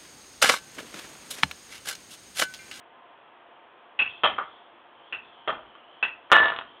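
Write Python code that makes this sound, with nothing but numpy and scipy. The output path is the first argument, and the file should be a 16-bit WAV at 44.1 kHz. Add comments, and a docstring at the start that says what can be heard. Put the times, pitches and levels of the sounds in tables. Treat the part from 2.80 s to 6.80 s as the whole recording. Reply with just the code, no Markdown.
"""A bare basement room with an air hockey table, heard through a narrow-band microphone.
The blower hums and hisses; the gliding puck whistles on its air cushion. Mallet hits and rail bounces
excite damped modes and a dead clack, with short room echoes. The puck finally slams into the goal,
overloads the recorder and rattles in the return chute, where a tube rings on."""
import sys
import numpy as np
from scipy import signal
from scipy.fft import rfft, irfft
from scipy.io import wavfile
from scipy.ndimage import uniform_filter1d

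SR = 44100
rng = np.random.default_rng(int(sys.argv[2]) if len(sys.argv) > 2 else 0)


def pcm_store(signal):
    """Save signal as 16-bit PCM."""
    levels = np.round(np.clip(np.atleast_2d(signal), -1, 1) * 32767)
    wavfile.write(sys.argv[1], SR, levels.astype(np.int16).T)


N = 176400


def amp(db):
    return 10 ** (np.asarray(db) / 20)


def unit_rms(x):
    return x / np.sqrt(np.mean(x ** 2) + 1e-20)


def in_time(rows):
    """Rows of (time [s], values...) to per-sample curves; end values held."""
    times_s, *columns = np.transpose(rows)
    return [np.interp(np.arange(N) / SR, times_s, column) for column in columns]


def at_hz(rows, hz):
    """Interpolate (frequency [Hz], value) rows over log frequency."""
    knots_hz, values = np.transpose(rows)
    return np.interp(np.log(hz), np.log(knots_hz), values)


def narrow_noise(centre_hz, width_hz):
    """Noise band on a steady or moving centre; rms 1."""
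    lowpass = signal.butter(2, width_hz / 2, fs=SR, output="sos")
    i, q = signal.sosfilt(lowpass, rng.standard_normal((2, N + 8000)))[:, 8000:]
    phase = 2 * np.pi * np.cumsum(centre_hz * np.ones(N)) / SR
    return unit_rms(i * np.cos(phase) + q * np.sin(phase))


def blower():
    """Coloured air noise plus hollow tones of the fan box."""
    # (frequency [Hz], relative level [dB])
    air_spectrum = [(25, -34.5), (60, -28), (140, -17.5), (200, -19), (240, -10), (350, -8.5), (520, -5.5),
                    (690, -4.5), (1000, -3), (1300, -8.5), (1600, -8.5), (2200, -15), (2700, -13),
                    (3300, -13.5), (3700, -25), (4100, -37.5), (4600, -44)]
    # (centre [Hz], width [Hz], level [dB])
    box_tones = [(345, 25, -72.5), (697, 29, -63.5), (915, 26, -66.5), (1040, 4.7, -67), (1160, 35, -69),
                 (1274, 33, -69)]
    bins_hz = np.maximum(np.arange(N // 2 + 1) * SR / N, 1)
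    air = irfft(rfft(rng.standard_normal(N)) * amp(at_hz(air_spectrum, bins_hz)), N)
    hum = sum(amp(db) * narrow_noise(hz, width_hz) for hz, width_hz, db in box_tones)
    return amp(-54.5) * unit_rms(air) + hum


def puck_glide():
    """Air whistling under the puck: a wandering band of hiss."""
    # (time [s], centre [Hz], level [dB])
    whistle = [(1.18, 3240, -102), (1.3, 3280, -48.5), (1.55, 3294, -64.5), (1.75, 3310, -58),
               (2.0, 3340, -76), (2.2, 3060, -62.5), (2.3, 3268, -58.5), (2.4, 3272, -71),
               (2.45, 3373, -59.5), (2.65, 3110, -59), (2.85, 3153, -62.5), (3.0, 2906, -62.5),
               (3.1, 3050, -60), (3.2, 3150, -59), (3.35, 3330, -75), (3.5, 3132, -64), (3.85, 3065, -58),
               (4.0, 3260, -60)]
    centre_hz, level_db = in_time(whistle)
    return amp(level_db) * narrow_noise(centre_hz, width_hz=340)


def room_response(share_db, size=32768):
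    """Direct impulse plus lumpy echoes that build fast and decay per octave band."""
    # (frequency [Hz], T60 [s])
    reverb_times = [(100, 0.69), (300, 0.13), (700, 0.26), (1400, 0.28), (2700, 0.23), (4000, 0.21)]
    echo_db, lumps_db, build_s = -20, 2.5, 0.001
    t = np.arange(size) / SR
    lumps = uniform_filter1d(rng.standard_normal(size), size=90) * np.sqrt(90)
    echoes = rng.standard_normal(size) * amp(echo_db + share_db + lumps_db * lumps)
    echoes *= 1 - np.exp(-t / build_s)
    response = np.zeros(size)
    edges_hz = 40 * 2.0 ** np.arange(9)
    for low, high in zip(edges_hz, edges_hz[1:]):
        band = signal.sosfilt(signal.butter(1, [low, high], "band", fs=SR, output="sos"), echoes)
        response += band * amp(-60 * t / at_hz(reverb_times, np.sqrt(low * high)))
    response[0] += 1
    return response


def impacts(hits, modes, clack_db):
    """Each hit excites body modes and a dead clack, tilted by where and how hard it lands."""
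    pivot_hz, scatter_db, clack_cycles = 1200, 2, 1.7
    crest = 5  # peak squared / highest mean power
    clack = [(hz, clack_db, clack_cycles / hz) for hz in np.geomspace(127, 4520, num=14)]
    hz, mode_db, t60_s = np.transpose([*modes, *clack])[:, :, None]
    octaves = np.log2(hz / pivot_hz)
    # Small bodies radiate little outside this band; a faint thump stays.
    top_cut = signal.butter(8, 3314, fs=SR, output="sos")
    knock_highpass = signal.butter(2, 518, "high", fs=SR, output="sos")
    thump_highpass = signal.butter(1, 71, "high", fs=SR, output="sos")
    t = np.arange(8192) / SR
    out = np.zeros(N + SR)
    for time_s, peak_db, bass_db_oct, treble_db_oct, room_db in hits:
        tilt_db = np.where(octaves > 0, treble_db_oct, -bass_db_oct) * octaves
        gain_db = mode_db + tilt_db + scatter_db * rng.standard_normal(hz.shape)
        partials = amp(gain_db - 60 * t / t60_s) * np.sin(2 * np.pi * hz * t)
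        body = signal.sosfilt(top_cut, partials.sum(axis=0))
        knock = signal.sosfilt(knock_highpass, body)
        thump = amp(-23.5) * signal.sosfilt(thump_highpass, body)
        heard = signal.fftconvolve(knock + thump, room_response(room_db))  # new echoes per table spot
        nominal_peak = np.sqrt(crest * uniform_filter1d(heard ** 2, size=400).max())
        start = int(time_s * SR)
        out[start:start + len(heard)] += amp(peak_db) * heard / nominal_peak
    return out[:N]


def rail_bounces():
    """Puck rebounds and sets the rails ringing."""
    # (time [s], peak [dB], bass lift [dB/oct], treble lift [dB/oct], room share [dB])
    hits = [(1.435, -8.5, 1.8, -1, 1.5), (1.582, -21.5, -22, -18, -4), (1.586, -15.5, -39, -22, -13),
            (2.676, -16, 4.5, -7, 0), (2.952, -39.5, -17, -6.5, -11)]
    # (frequency [Hz], relative level [dB], T60 [s])
    modes = [(329.6, -30, .04), (642.6, -16.5, 0.13), (780, -5.5, 0.02), (970, -8, 0.016),
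             (1220, 1.5, 0.02), (1325, -5.5, 0.037), (1430, -10, 0.04), (1750, -5, 0.019),
             (2070, -5.5, 0.013), (2428, -14, 0.047), (2680, 2, 0.01), (3071, 0.5, 0.045),
             (3206, 3.5, 0.024), (3494, -34.5, 0.01)]
    return impacts(hits, modes, clack_db=-17.5)


def mallet_strikes():
    """Mallet hits the puck: bright, fast-damped modes."""
    # (time [s], peak [dB], bass lift [dB/oct], treble lift [dB/oct], room share [dB])
    hits = [(1.190, -10.5, 6.4, 2, 5.5), (2.325, -21.5, 3.9, -8.5, -2), (3.227, -11, 1.5, -3.5, -5)]
    # (frequency [Hz], relative level [dB], T60 [s])
    modes = [(560, -34, 0.016), (860, -41, .02), (1357, -23.5, .03), (1563, -7, 0.024), (1774, -11.5, .02),
             (1980, -7.5, .02), (2631, 7.5, 0.038), (2715, 2.5, .028), (3290, -8, 0.037),
             (3900, -16, 0.0067)]
    return impacts(hits, modes, clack_db=-21.5)


def chute_ring():
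    """A tube of the goal rings on one rough note while the puck rattles."""
    # (time [s], level [dB])
    envelope = [(3.545, -19.5), (3.555, -12.5), (3.675, -26), (3.773, -53), (3.8, -61)]
    tube_hz, rough_db = 1746, -6.5
    start_s, end_s = envelope[0][0] - .01, envelope[-1][0] + .05
    level_db, = in_time([(start_s, -90), *envelope, (end_s, -90)])
    note = np.sqrt(2) * np.sin(2 * np.pi * tube_hz * np.arange(N) / SR)
    return amp(level_db) * (note + amp(rough_db) * narrow_noise(tube_hz, width_hz=110))


def goal_rattle():
    """Puck slams into the goal and rattles down the return chute."""
    # (time [s], peak [dB], bass lift [dB/oct], treble lift [dB/oct], room share [dB])
    hits = [(3.501, -29.5, 6, -5, -7), (3.517, -2.5, -5, -5, -9.5), (3.522, -4.5, 6.5, 7, -8.5),
            (3.526, -2.5, -7, 2.3, -11.5), (3.531, -6.5, -12.5, -7, -32.5), (3.542, -21.5, 2.3, 3.5, -18.5),
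            (3.552, -13.5, -3, -1, -10), (3.566, -5.5, -9.5, -8.5, -17.5), (3.585, -13.5, 4, 5, -10.5),
            (3.602, -12.5, 9, -12, -10.5), (3.628, -12.5, -16.5, -1.5, -4), (3.657, -13, 1, 3.7, -13.5),
            (3.683, -20, -19, 9.5, -12.5), (3.702, -19, -6.5, 1, -15.5), (3.720, -19.5, 8, -7, -11),
            (3.738, -30, -13, 9, -13), (3.763, -24.5, -11, 11.5, -15.5), (3.788, -20, 5, 6.5, -16.5),
            (3.812, -29.5, 8.5, -3, -15.5)]
    # (frequency [Hz], relative level [dB], T60 [s])
    modes = [(335, -30.5, .04), (463, -24.5, 0.0465), (671, -15, 0.39), (827, -25.5, .03),
             (1042, -4, 0.029), (1213, 6.5, 0.013), (1416, 10, 0.011), (1794, 4.5, 0.015), (2196, -5, .012),
             (2650, -2, 0.0099), (2910, -6, .045), (3297, 4.5, 0.0071), (3610, -4, .015)]
    return impacts(hits, modes, clack_db=-21)


def scene():
    knocks = mallet_strikes() + rail_bounces() + goal_rattle()
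    return (knocks + chute_ring() + blower() + puck_glide())[None]


def record(dry):
    """Narrow-band microphone, hard overload, faint hiss, steep top cut."""
    mic_stop_hz, clip_level, hiss_db, top_stop_hz = 5140, .72, -101, 16800
    narrow = signal.sosfilt(signal.cheby2(12, 60, mic_stop_hz, fs=SR, output="sos"), dry)
    clipped = np.clip(narrow, -clip_level, clip_level)
    hiss = amp(hiss_db) * rng.standard_normal(dry.shape)
    return signal.sosfilt(signal.cheby2(16, 60, top_stop_hz, fs=SR, output="sos"), clipped + hiss)


dry = scene()
out = record(dry)
pcm_store(out)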